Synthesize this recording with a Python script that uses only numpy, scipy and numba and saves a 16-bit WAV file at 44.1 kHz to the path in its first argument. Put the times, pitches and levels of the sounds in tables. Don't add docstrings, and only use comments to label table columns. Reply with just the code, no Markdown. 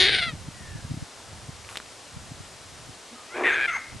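import sys
import numpy as np
from scipy import signal
from scipy.fft import rfft, irfft
from scipy.io import wavfile
from scipy.ndimage import uniform_filter1d
from numba import njit

SR = 44100
rng = np.random.default_rng(int(sys.argv[2]) if len(sys.argv) > 2 else 0)


def to_wav(sig):
    pcm = np.clip(np.atleast_2d(sig), -1, 1) * 32767
    pcm = np.round(pcm).astype(np.int16)
    wavfile.write(sys.argv[1], SR, pcm.T)


N = 176400


def undb(db):
    return 10 ** (np.asarray(db) / 20)


def unit(x):
    return x / (np.std(x) + 1e-12)


def curve(rows, t, column=1):
    rows = np.array(rows, float)
    return np.interp(t, rows[:, 0], rows[:, column])


def envelope(rows):
    t = np.arange(N) / SR
    outside_s = np.maximum(rows[0][0] - t, 0) + np.maximum(t - rows[-1][0], 0)
    return undb(curve(rows, t)) * np.exp(-outside_s / 0.024)


def steady(x):
    power = uniform_filter1d(uniform_filter1d(x * x, size=600), size=600)
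    return x / np.sqrt(np.maximum(power, 0) + 1e-4 * np.mean(x * x))


def drift(samples):
    return unit(uniform_filter1d(rng.standard_normal(N), size=samples))


def colour(x, points, size=4096):
    points = np.array(points, float)
    hz = np.fft.rfftfreq(size, 1 / SR)
    gain_db = np.interp(np.log(hz + 1), np.log(points[:, 0]), points[:, 1])
    cepstrum = irfft(np.log(undb(gain_db)))
    cepstrum[1:size // 2] *= 2
    cepstrum[size // 2 + 1:] = 0
    impulse_response = irfft(np.exp(rfft(cepstrum)))[:size // 2]
    return signal.fftconvolve(x, impulse_response)[:N]


@njit
def resonance(x, hz, width_hz):
    y, band, low = np.empty(len(x)), 0., 0.
    for i in range(len(x)):
        g, damping = np.tan(np.pi * hz[i] / SR), width_hz / hz[i]
        v = (band + g * (x[i] - low)) / (1 + g * (g + damping))
        band, low = 2 * v - band, low + 2 * g * v
        y[i] = damping * v
    return y


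def wide_noise(points, side_db):
    mid, side = (unit(colour(rng.standard_normal(N), points)) for _ in range(2))
    return mid + undb(side_db) * side * np.array([[1], [-1]])


def hiss():
    # frequency_hz, gain_db
    hiss_spectrum = [(25, -17.5), (100, -13), (250, -2.5), (700, -0.5), (2400, -6.5), (5500, -6.5),
                     (9200, -10.5), (11500, -20.5)]
    return undb(-46) * wide_noise(hiss_spectrum, side_db=-11)


def breeze():
    # frequency_hz, gain_db
    rumble_spectrum = [(20, -11), (50, -3), (90, 5.5), (220, -7), (350, -21), (700, -43)]
    # time_s, level_db
    rumble_levels = [(0, -38.5), (.3, -42), (.56, -48.5), (.76, -43.5), (1.03, -45.5), (1.08, -67.5),
                     (1.33, -47), (1.65, -53.5), (2.05, -64.5), (2.17, -45.5), (2.55, -55.5), (2.9, -51),
                     (3.06, -69.5), (3.68, -53), (3.84, -65), (3.95, -37)]
    # centre_s, level_db
    puffs = [(.283, -29), (0.336, -27), (0.486, -28), (.613, -38), (0.756, -27), (0.851, -30), (.903, -32),
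             (0.916, -21), (0.943, -27.5), (0.975, -26.5), (1.027, -26.5), (1.493, -30.5), (2.171, -31),
             (2.319, -30.5), (2.407, -34), (2.894, -36), (3.964, -37.5)]
    puff_hz, half_width_cycles = 129, 0.76
    t = np.arange(N) / SR
    pan = undb([[-1.5], [1.5]])
    out = wide_noise(rumble_spectrum, side_db=-6) * envelope(rumble_levels) * pan
    for centre_s, level_db in puffs:
        cycles = (t - centre_s) * puff_hz * np.exp(rng.normal(0, 0.06))
        phase = 2 * np.pi * cycles + rng.normal(0, 1.0, (2, 1))
        swing = np.cos(phase) + undb(-8) * np.sin(2 * phase)
        out += undb(level_db) * swing * np.exp(-(cycles / half_width_cycles) ** 2)
    return out


def whines():
    # start_s, length_s, first_hz, last_hz, level_db
    notes = [(0.493, 0.42, 2000, 1550, -51.5), (3.13, 0.14, 1303, 1164, -50), (3.105, 0.065, 217, 266, -46),
             (3.517, .045, 6460, 6400, -45.5), (3.693, 0.12, 6270, 6500, -46),
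             (3.738, 0.054, 1306, 507, -39.5)]
    t, out = np.arange(N) / SR, np.zeros(N)
    for start_s, length_s, first_hz, last_hz, level_db in notes:
        progress = np.clip((t - start_s) / length_s, 0, 1)
        hz = first_hz + (last_hz - first_hz) * progress
        width_hz = 91 * np.sqrt(first_hz / 1000)
        tone = resonance(resonance(rng.standard_normal(N), hz, width_hz), hz, width_hz)
        out += steady(tone) * np.sin(np.pi * progress) * undb(level_db)
    return out


def rustle():
    # frequency_hz, gain_db
    scrape_spectrum = [(400, -28), (1120, 5.5), (2600, -6), (6000, -10), (9200, -4), (11500, -13)]
    # time_s, level_db
    rustle_levels = [(1.62, -80), (1.71, -39.5), (1.8, -64)]
    scrapes_per_s = 2500
    scrapes = rng.standard_normal(N) * (rng.random(N) < scrapes_per_s / SR)
    return unit(colour(scrapes, scrape_spectrum)) * envelope(rustle_levels)


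def taps():
    # start_s, level_db, ring_hz
    impacts = [(1.648, -30, 2300), (1.69, -27, 2400), (1.7566, -20, 1900), (1.7607, -24.5, 2800),
               (1.7717, -15, 3200), (1.7753, -19.5, 3600), (1.785, -31, 2000), (1.8011, -24, 1500),
               (1.861, -31.5, 2600)]
    decay_cycles, tail_decay_s = 0.99, 0.0012
    out, t = np.zeros(N), np.arange(1024) / SR
    for start_s, level_db, ring_hz in impacts:
        click = np.sin(2 * np.pi * ring_hz * t) * np.exp(-t * ring_hz / decay_cycles)
        band = signal.butter(1, [ring_hz / 2, min(ring_hz * 2, SR / 3)], "band", fs=SR)
        scratch = unit(signal.lfilter(*band, rng.standard_normal(len(t))))
        tail = undb(-12.5) * scratch * np.exp(-t / tail_decay_s)
        i = int(start_s * SR)
        out[i:i + len(t)] += undb(level_db) * (click / click.max() + tail)
    return out


def membrane(pitch_hz, roughness, halving):
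    jitter_periods, shimmer_db, rush_decay_s = 0.11, 2.5, 0.0006
    cycles = np.cumsum(pitch_hz) / SR
    at = np.flatnonzero(np.diff(np.floor(cycles)))
    timing, size = rng.standard_normal((len(at), 2)).T
    jitter = jitter_periods * roughness[at] * timing * SR / pitch_hz[at]
    slip = signal.lfilter([1], [1, -.97], jitter)
    position = np.interp(np.round(cycles[at]), cycles, np.arange(N)) + slip
    weakening = halving[at] * (np.arange(len(at)) % 2)
    strength = undb(shimmer_db * roughness[at] * np.clip(size, -2, 2)) * (1 - weakening)
    samples = np.floor(position).astype(int)[:, None] + np.arange(-7, 9)
    offset = samples - position[:, None]
    pulses = strength[:, None] * np.sinc(offset) * np.sinc(offset / 8)
    claps = unit(np.bincount(np.clip(samples, 0, N).ravel(), pulses.ravel(), N + 1)[:N])
    air_power = signal.lfilter([1], [1, -np.exp(-1 / (rush_decay_s * SR))], claps ** 2)
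    air = unit(np.sqrt(air_power) * rng.standard_normal(N))
    return claps + air * (undb(-25) + undb(-4) * roughness)


def growl():
    # frequency_hz, gain_db
    growl_spectrum = [(130, -43), (250, -9), (350, -3), (440, -0.5), (700, -8.5), (1100, -9), (1500, -19),
                      (6000, -52)]
    # time_s, level_db
    growl_levels = [(3.335, -46.5), (3.36, -34), (3.412, -27), (3.48, -30), (3.51, -37), (3.67, -47)]
    source = membrane(pitch_hz=np.full(N, 363.7), roughness=np.full(N, 1.1), halving=np.zeros(N))
    return steady(colour(source, growl_spectrum)) * envelope(growl_levels)


def call(voice, levels):
    # time_s, share
    halving = [(.066, 1), (.085, 0.77), (.215, 0)]
    # time_s, share
    stutter_depth = [(.07, 0.4), (.2, 0.34), (3.45, 0.44), (3.53, 0.5), (3.575, 1), (3.66, 0.8), (3.678, 0)]
    # time_s, centre_hz
    windpipe = [(.03, 1750), (.3, 1370), (3.33, 1380), (3.465, 1980), (3.525, 1540), (3.66, 1720),
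                (3.71, 1350)]
    # time_s, opening
    beak = [(0, 3.05), (.11, 2.25), (.3, 1.43), (3.28, 0.95), (3.66, 1.056), (3.7, 0.88), (3.725, 0.24)]
    # frequency_hz, gain_db
    shut = [(200, -56), (450, -26), (750, -26), (1100, -9.5), (1600, -6.5), (1900, -8), (2130, 9.5),
            (2400, -16), (2900, -29), (5500, -44)]
    narrow = [(200, -31), (400, -8.5), (900, -23), (1250, -5), (1620, -1), (2000, -1), (2350, 2),
              (2900, -14), (3600, -14), (4700, -38.5), (9200, -36.5), (11500, -45)]
    half = [(80, -27), (400, -5), (700, -13), (1020, -24.5), (1500, -8), (2100, 1), (2600, -5), (3700, 0.5),
            (4600, -7), (5600, -20), (8000, -46), (9050, -12.5), (10300, -61)]
    wide = [(200, -27), (400, -10), (700, -21.5), (1300, -24.5), (1650, -16.5), (2080, -7.5), (2550, -14.5),
            (3600, -1.5), (4500, -9.5), (5400, -21), (6900, -22.5), (8300, -49), (9400, -18.5),
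            (10600, -46)]
    t = np.arange(N) / SR
    roughness = curve(voice, t, column=2)
    waver = np.exp(0.036 * np.sqrt(roughness) * drift(samples=400))
    source = membrane(curve(voice, t) * waver, roughness, curve(halving, t))
    stutter_hz = 137.9 * np.exp(0.2 * drift(samples=300))
    closure = np.clip(2 * np.sin(2 * np.pi * np.cumsum(stutter_hz) / SR), 0, 1)
    choked = source * (1 - curve(stutter_depth, t) * closure)
    piped = choked + resonance(choked, curve(windpipe, t), width_hz=136.0)
    opening, radiated = curve(beak, t), np.zeros(N)
    for step, throat in enumerate([shut, narrow, half, wide]):
        share = np.maximum(1 - abs(opening - step), 0)
        radiated += colour(piped * share, throat)
    return steady(radiated) * envelope(levels)


def rasp():
    # time_s, pitch_hz, roughness
    rasp_voice = [(0, 749, 0.34), (.066, 771.4, 0.61), (.085, 818.5, 0.96), (.2, 708.5, 0.62),
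                  (.22, 697, 0.3), (.25, 695, 0.26), (.27, 674.6, 0.12), (.3, 647, .05), (.335, 567, 0.2)]
    # time_s, level_db
    rasp_levels = [(0, -14.5), (.07, -19), (.096, -19), (.105, -24.5), (.15, -19.5), (.179, -27.5),
                   (.19, -20.5), (.21, -30), (.228, -22.5), (.26, -30.5), (.295, -31), (.31, -43),
                   (.34, -59)]
    return call(rasp_voice, rasp_levels)


def squawk():
    # time_s, pitch_hz, roughness
    squawk_voice = [(3.28, 624, 0.023), (3.33, 690, 0.12), (3.365, 793.7, 0.89), (3.465, 964.3, 0.82),
                    (3.53, 836.7, 0.99), (3.575, 812, 0.57), (3.66, 789, 0.39), (3.678, 736, 0.15),
                    (3.706, 668.7, 0.46), (3.728, 696, 0.93), (3.75, 530.5, 0.3), (3.8, 527, 1)]
    # time_s, level_db
    squawk_levels = [(3.28, -59), (3.34, -39), (3.37, -35), (3.432, -38), (3.439, -24), (3.468, -18.5),
                     (3.52, -22.5), (3.58, -25), (3.662, -22.5), (3.667, -49), (3.674, -40), (3.682, -23.5),
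                     (3.705, -26.5), (3.718, -31.5), (3.76, -26), (3.79, -37), (3.86, -44), (3.93, -49)]
    return call(squawk_voice, squawk_levels)


def scene():
    centred = rasp() + squawk() + growl() + whines() + rustle() + taps()
    return centred + breeze() + hiss()


def record(dry):
    # frequency_hz, left_minus_right_db
    imbalance = [(1750, 0.67), (2300, 2.5), (4100, 3), (6500, 0)]
    ceiling, cutoff_hz = 0.88, 11750
    left = colour(dry[0], [(hz, db / 2) for hz, db in imbalance])
    right = colour(dry[1], [(hz, -db / 2) for hz, db in imbalance])
    ports = np.array([left, right])
    rounded = ports / (1 + (ports / ceiling) ** 10) ** (1 / 10)
    return signal.sosfilt(signal.ellip(10, .2, 80, cutoff_hz, fs=SR, output="sos"), rounded)


dry = scene()
out = record(dry)
to_wav(out)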